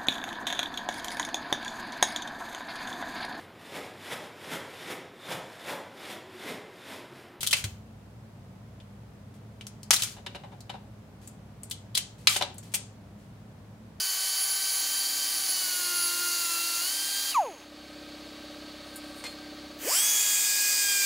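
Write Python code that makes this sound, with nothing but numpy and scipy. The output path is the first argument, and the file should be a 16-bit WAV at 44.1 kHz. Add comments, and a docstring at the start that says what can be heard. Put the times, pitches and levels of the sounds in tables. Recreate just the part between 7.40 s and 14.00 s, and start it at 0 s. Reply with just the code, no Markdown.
"""Over a low hum, a burst of snaps: printed plastic parts are prised off a printer bed in a small room.
Their stuck brims (thin rims) let go in snaps and tearing crackles that shake the plastic and the bed.
The bed thuds once on its springs. A scraper ticks under a brim and is laid down, tool and parts knock
on the bed, and one brim creaks as it peels. The sharpest snaps overload the microphone."""
import sys
import numpy as np
from scipy import signal
from scipy.fft import rfft, irfft
from scipy.io import wavfile
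from scipy.ndimage import map_coordinates

SR = 44100
rng = np.random.default_rng(int(sys.argv[2]) if len(sys.argv) > 2 else 0)


def dump(signal):
    """Clip the signal to [-1, 1] and save it as 16-bit WAV at the path in sys.argv[1]."""
    limited = np.clip(np.atleast_2d(signal).T, -1, 1)
    pcm = np.round(limited * 32767).astype(np.int16)
    wavfile.write(sys.argv[1], SR, pcm)


N = 291060
LENGTH = 24576  # samples in one short sound
T, HZ = np.arange(LENGTH) / SR, np.fft.rfftfreq(LENGTH, 1 / SR)  # its times and frequencies

# The tones of the hum. Each row: pitch in Hz, level in dB, pitch drift in Hz.
HUM_TONES = [(49.65, -71.5, 2), (65.5, -62.5, 4), (104.1, -53, 5), (120.3, -59, 6.36), (203.2, -58.5, 8.2),
             (411, -73, 3.2)]
# The room's steady noise. Each row: frequency in Hz, relative level in dB.
AIR_COLOUR = [(20, -32), (33, -25), (60, -9.5), (88, -10), (112, -6), (160, -4.5), (215, -6.5), (265, -12),
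              (370, -18), (570, -16.5), (1400, -26.5), (3000, -33.5), (8000, -41), (16000, -47)]
# How alike the room sounds left and right. Each row: frequency in Hz, likeness from 0 to 1.
LIKENESS = [(60, 0.86), (150, 1), (380, 0.8), (950, 0.36), (2380, 0.023), (5980, 0), (15000, 0.11)]
# The room's echo. Each row: frequency in Hz, seconds to fade by 60 dB.
ECHO_TIMES = [(200, 0.71), (1000, 0.34), (3000, 0.32), (7000, 0.34), (15000, 0.082)]
# A stuck brim cracks or ticks, or a loose part rings as it hits the bed. Each row: start in seconds,
# level in dB, pitch of the bending plastic in Hz, treble in dB, tearing time in seconds.
PLASTIC_SNAPS = [ (0.007, -32, 3260, 5, 0.0099), (0.031, -28, 2300, 3, 0.0013),
                 (0.042, -34, 3000, -2, .006), (0.0657, -28, 3450, 6, 0.0032),
                 (0.0729, -23.5, 3540, 7.5, 0.00046), (0.1096, -25.5, 3300, 6, 0.0057),
                 (0.129, -16, 2510, -4.5, .004), (0.24, -30, 2410, -1, 0.0072),
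                 (1.401, -53.5, 3230, -19, 0.0056), (2.21, -42.5, 2840, -11.5, 0.0014),
                 (2.268, -40, 5670, -3, 0.00086), (2.4314, -44.5, 5000, -0.5, 0.0015),
                 (2.5074, -14.5, 5600, -11.5, 0.00023), (2.5103, -19.5, 2250, 1, 0.002),
                 (2.529, -21, 2300, -1, 0.0049), (2.536, -18.5, 6060, 4, 0.0068),
                 (2.5622, -25, 3850, 4, 0.0044), (2.622, -24.5, 3230, 6.5, .002),
                 (2.6335, -26, 6200, 2, 0.0039), (3.206, -49, 4370, 0, 0.0013), (3.875, -44, 7900, 2, .004),
                 (4.2335, -40, 8250, 2, 0.0011), (4.299, -45.5, 8000, 12.5, 0.0029),
                 (4.311, -30.5, 3350, 3.5, .0035), (4.547, -43.5, 3500, -2.5, 0.0013),
                 (4.551, -22.5, 3700, -1.5, 0.0027), (4.5713, -28.5, 3500, -0.5, 0.0038),
                 (4.575, -21.5, 3140, 3.5, 0.0017), (4.8718, -14, 2650, -8.5, 0.00031),
                 (4.8727, -16, 3900, -11.5, 0.0009), (4.9634, -25, 2940, 0.5, 0.0057),
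                 (5.023, -26, 3670, -13, 0.00092), (5.143, -54.5, 8100, 22, 0.0015),
                 (5.182, -42, 7600, -3, .0027), (5.339, -21.5, 2440, 9, 0.0092)]
# How far the bending pitch stands out. Each row: pitch in Hz, boost in dB.
BENDING_BOOST = [(2250, -3), (2500, 6.5), (3000, -0.5), (3300, 7.5), (4400, 7.5), (5600, 2.5), (8200, 7)]
# A plain crack in plastic. Each row: frequency in Hz, relative level in dB.
CRACK_COLOUR = [(100, -18), (500, -5.5), (1200, 0.5), (2500, 1.5), (4200, 2), (5300, 1), (7000, 0),
                (10000, -0.5), (13000, -7.5), (16000, -14)]
# The notes a printed part rings with. Each row: pitch in Hz, width in Hz, strength in dB.
PART_NOTES = [(1374, 300, 1.5), (2030, 100, 2.5), (2340, 31, 4.5), (2602, 100, 2), (3096, 110, 4),
              (3376, 110, -0.5), (4040, 100, 1.5), (4610, 210, -0.5), (5800, 85, -3.5), (6635, 78, 2),
              (7175, 120, -4), (8300, 280, -1)]
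# The parts face the left microphone. Each row: frequency in Hz, left minus right in dB.
LEFT_BOOST = [(500, 1), (2000, 1), (4000, 1.5), (8000, 4)]
# A plain, hard tap. Each row: frequency in Hz, relative level in dB.
TAP_COLOUR = [(150, -17), (350, -2.5), (900, -2.5), (1800, 1), (4000, 0), (6000, -10.5), (10000, -17),
              (16000, -33.5)]
# The notes the bed rings with. Each row: pitch in Hz, width in Hz, strength in dB.
BED_NOTES = [(372.2, 35, 9), (576, 23, 15), (748, 40, 15), (808, 88, 14), (968, 45, 14.5), (1300, 60, 0.5),
             (1540, 85, 4.5), (2356, 90, 2), (2740, 12, 10.5), (2960, 70, 9), (3670, 120, 6.5),
             (3930, 120, 1)]
# Slow peels and rubs. Each row: start in seconds, level in dB, tearing time in seconds.
SLOW_PEELS = [(0.163, -29.5, 0.024), (1.94, -59, 0.021), (2.585, -27.5, 0.063), (3.815, -52.5, 0.051),
              (4.782, -50.5, 0.094), (4.89, -21, 0.039), (5.229, -48.5, 0.036), (5.318, -51, 0.012),
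              (5.778, -59, 0.084)]
# The rumble of the bed's frame. Each row: frequency in Hz, relative level in dB.
FRAME_COLOUR = [(40, -44), (80, 2), (130, -6.5), (200, -14), (280, -17.5), (700, -43.0)]
# Scraper and parts hit the bed. Each row: start in seconds, level in dB, hardness as treble in dB.
BED_KNOCKS = [(2.765, -45, -4.5), (2.863, -34, 7.5), (2.948, -36.5, 0.5), (3.036, -41, -11),
              (3.118, -45.5, -10.5), (3.295, -34.5, 2.5), (3.338, -38.5, -13), (4.960, -27, 4),
              (5.011, -25.5, 2), (5.024, -29, -4)]


def amp(db):
    """Turn decibels into a number to multiply by."""
    return 10 ** (np.asarray(db) / 20)


def unit(x):
    """Scale a sound to an average power of 1."""
    return x / np.sqrt(np.mean(x ** 2) + 1e-20)


def unit_energy(x):
    """Scale a sound to an energy of 1 per channel."""
    return unit(x) / np.sqrt(x.shape[-1])


def along(points, hz):
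    """Read between the rows of a (frequency, value) table, spaced by octaves."""
    frequencies, values = np.transpose(points)
    return np.interp(np.log(hz + 1), np.log(frequencies + 1), values)


def fade(t, t60):
    """Die away by 60 dB in t60 seconds."""
    return np.exp(-np.log(1000) * t / t60)


def wobble(rate):
    """A smooth curve through `rate` random points a second."""
    points = rng.standard_normal(int(N * rate / SR) + 4)
    return map_coordinates(points, [np.arange(N) * rate / SR])


def coloured(x, db):
    """Turn each frequency in HZ up or down by its value in db."""
    cepstrum = irfft(np.log(amp(db) + 1e-6))
    cepstrum[1:LENGTH // 2] *= 2  # folded, so the filter rings after a hit and not before
    cepstrum[LENGTH // 2 + 1:] = 0
    return irfft(rfft(x) * np.exp(rfft(cepstrum)))


def add(track, start, db, sound):
    """Mix a sound in; db is its level as if all its energy came within 10 ms."""
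    part = track[:, max(0, round(start * SR)):][:, :LENGTH]
    part += (amp(db) * np.sqrt(SR / 100) * sound)[:, :part.shape[1]]


def diffuse(hz, noise):
    """Sound from all around reaches two close microphones alike only in the bass."""
    turn = np.arccos(np.clip(along(LIKENESS, hz), -1, 1)) / 2
    mid, side = noise[0] * np.cos(turn), noise[1] * np.sin(turn)
    return np.array([mid + side, mid - side])


def hum(noise_db=-51):
    """A wavering low hum over the steady noise of the room."""
    t, hz = np.arange(N) / SR, np.fft.rfftfreq(N, 1 / SR)
    noise = diffuse(hz, rfft(rng.standard_normal((2, N))))
    air = irfft(noise * amp(along(AIR_COLOUR, hz)), N)
    tones = np.zeros(N)
    for pitch_hz, db, drift_hz in HUM_TONES:
        loudness = amp(db + 2.2 * wobble(rate=11))
        cycles = pitch_hz * t + np.cumsum(drift_hz * wobble(rate=12)) / SR
        tones += loudness * unit(np.sin(2 * np.pi * cycles))
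    return amp(noise_db) * unit(air) + tones


def tearing(seconds, slips_per_s=2600, spread_db=4):
    """One sharp break, then a run of tiny slips that dies out."""
    happens = rng.random(LENGTH) < slips_per_s / SR
    direction = np.sign(rng.standard_normal(LENGTH))
    slips = happens * direction * amp(spread_db * rng.standard_normal(LENGTH))
    slips[0] = 2.3  # the first break
    return slips * np.exp(-(T / (1.75 * max(seconds, 1e-4))) ** 2)


def ringing(slips, t60, channels):
    """Each slip rings many close notes at once, which blur into fading noise."""
    power = np.abs(signal.fftconvolve(slips ** 2, fade(T, t60) ** 2)[:LENGTH])
    return unit_energy(rng.standard_normal((channels, LENGTH)) * np.sqrt(power))


def resonances(notes, detune, vary_db):
    """The boost in dB from an object's own notes, which shift with where it is held and touched."""
    hz, width, db = np.transpose(notes)[:, :, None]
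    pitch = hz * (1 + detune * rng.standard_normal(hz.shape))
    power = amp(db + vary_db * rng.standard_normal(hz.shape)) ** 2
    peaks = power / (1 + (2 * (HZ - pitch) / width) ** 2)
    return 10 * np.log10(1 + peaks.sum(axis=0))


def room_echo(seconds, build_s=0.011):
    """The echo of a sound this long: it builds up, then dies fastest in the treble."""
    hz, t, noise = signal.stft(rng.standard_normal((2, LENGTH)), SR, nperseg=256)
    fading = diffuse(hz[:, None], noise) * fade(t, along(ECHO_TIMES, hz)[:, None])
    tail = signal.istft(fading, SR, nperseg=256)[1][:, :LENGTH]
    return unit_energy(tail * (1 - np.exp(-T / (build_s + seconds))))


def snap(pitch_hz, tone_db, treble_db, tear_s, crack_db=-3, echo_db=-11, bass_db=-9):
    """A break or hit shakes the freed plastic, which gives off little below its bending pitch."""
    octaves = np.log2((HZ + 1) / pitch_hz)
    peak = np.exp(-(octaves / .25) ** 2)
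    dip_below = .35 * (1 - np.tanh((octaves + .3) / .12))
    tone = tone_db * (peak - dip_below)
    tilt = bass_db * np.clip(-octaves / 1.6, 0, 1) + treble_db * np.clip(octaves / 2, 0, 1.33)
    colour = along(CRACK_COLOUR, HZ) + tilt + resonances(PART_NOTES, detune=0.007, vary_db=3)
    slips = tearing(tear_s)
    clean = 1 + 0.69 * np.exp(-tear_s / 0.0005)  # a clean break puts more into its first crack
    crack = clean * amp(crack_db) * ringing(slips, t60=0.0036, channels=1)
    ring = ringing(slips, t60=0.077, channels=2)
    near = coloured(crack + ring, colour + tone)
    echo = coloured(room_echo(tear_s), colour + 0.77 * tone)  # the tone is strongest straight ahead
    return unit_energy(near) + amp(echo_db) * unit_energy(echo)


def snaps():
    """Stuck brims crack or tick, or a loose part rings as it hits the bed."""
    out = np.zeros((2, N))
    for start, db, pitch_hz, treble_db, tear_s in PLASTIC_SNAPS:
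        add(out, start, db, snap(pitch_hz, along(BENDING_BOOST, pitch_hz), treble_db, tear_s))
    return out


def from_the_left(x, lead_s=.000012):
    """Sound from the parts reaches the left microphone louder and a little earlier."""
    hz, sides = np.fft.rfftfreq(2 * N, 1 / SR), np.array([[.5], [-.5]])
    gain = amp(along(LEFT_BOOST, hz) * sides)
    time_shift = np.exp(2j * np.pi * hz * lead_s * sides)
    return irfft(rfft(x, 2 * N) * gain * time_shift)[:, :N]


def knock(hard_db, chatter_s, click_db=-1, echo_db=-9, hollow_hz=780):
    """A chattering tap rings the bed: a hard one sounds bright, a soft one hollow."""
    treble = HZ ** 2 / (HZ ** 2 + 1700 ** 2)
    hollow = 0.44 * np.exp(-(np.log2((HZ + 1) / hollow_hz) / .35) ** 2)
    colour = along(TAP_COLOUR, HZ) + resonances(BED_NOTES, detune=0.0086, vary_db=0.5)
    colour += hard_db * (treble - hollow)
    slips = tearing(chatter_s)
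    click = amp(click_db) * ringing(slips, t60=.011, channels=1)
    ring = ringing(slips, t60=0.072, channels=2)
    near = coloured(click + ring, colour)
    echo = coloured(room_echo(chatter_s), colour)
    return unit_energy(near) + amp(echo_db) * unit_energy(echo)


def recoil(db_per_octave=29):
    """Every snap kicks the bed; a longer, lower-pitched strip kicks harder."""
    out = np.zeros((2, N))
    for start, db, pitch_hz, _, tear_s in PLASTIC_SNAPS:
        kick_db = -16 - db_per_octave * np.log2(pitch_hz / 2502)
        add(out, start, db + kick_db, knock(hard_db=3.5, chatter_s=0.52 * tear_s))
    return out


def peels():
    """A brim peels or something rubs slowly: a snap drawn out into a fine crackle."""
    out = np.zeros((2, N))
    for start, db, tear_s in SLOW_PEELS:
        add(out, start, db, snap(pitch_hz=2654, tone_db=0, treble_db=2, tear_s=tear_s))
    return out


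def thud(start=0.24, db=-28, pitch_hz=106, rise_s=0.0094):
    """The bed springs back when the first part comes free, and its frame rumbles on."""
    out = np.zeros((2, N))
    bounce = np.sin(2 * np.pi * pitch_hz * T) * fade(T, t60=0.091) * (1 - np.exp(-T / rise_s))
    noise = rng.standard_normal(LENGTH) * fade(T, t60=0.38)
    frame = coloured(noise, along(FRAME_COLOUR, HZ))
    add(out, start, db, np.array([unit_energy(bounce) + 0.83 * unit_energy(frame)] * 2))
    return out


def knocks(reference_db=-30.5, halving_db=11):
    """Scraper and parts knock on the bed; light, soft taps chatter longer."""
    out = np.zeros((2, N))
    for start, db, hard_db in BED_KNOCKS:
        firm_db = db - reference_db + max(hard_db, 0)
        add(out, start, db, knock(hard_db, chatter_s=0.0063 * 2 ** (-firm_db / halving_db)))
    return out


def creak(start=4.885, db=-37, start_hz=1330, fall_hz_per_s=5500, lowest_hz=950, width_hz=70):
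    """As the second brim peels, the freed strip gets longer and its ring falls in pitch."""
    out = np.zeros((2, N))
    pitch = np.maximum(start_hz - fall_hz_per_s * T, lowest_hz)
    slow_noise = irfft(rfft(rng.standard_normal(LENGTH)) * np.exp(-(HZ / width_hz) ** 2))
    rough_tone = np.real(signal.hilbert(slow_noise) * np.exp(2j * np.pi * np.cumsum(pitch) / SR))
    ring = rough_tone * fade(T, t60=0.26) * (1 - np.exp(-T / .003))
    add(out, start, db, np.array([unit_energy(ring)] * 2))
    return out


def scene(bed_left_db=2.5):
    """Everything heard beside the printer bed."""
    bed = (knocks() + recoil()) * amp([[bed_left_db / 2], [-bed_left_db / 2]])
    return from_the_left(snaps() + peels()) + bed + thud() + hum() + creak()


def record(dry, top_hz=16000):
    """The microphone clips the loudest peaks, and the highest treble is cut off."""
    hz = np.fft.rfftfreq(N, 1 / SR)
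    return irfft(rfft(np.clip(dry, -1, 1)) / (1 + (hz / top_hz) ** 120), N)


dry = scene()
out = record(dry)
dump(out)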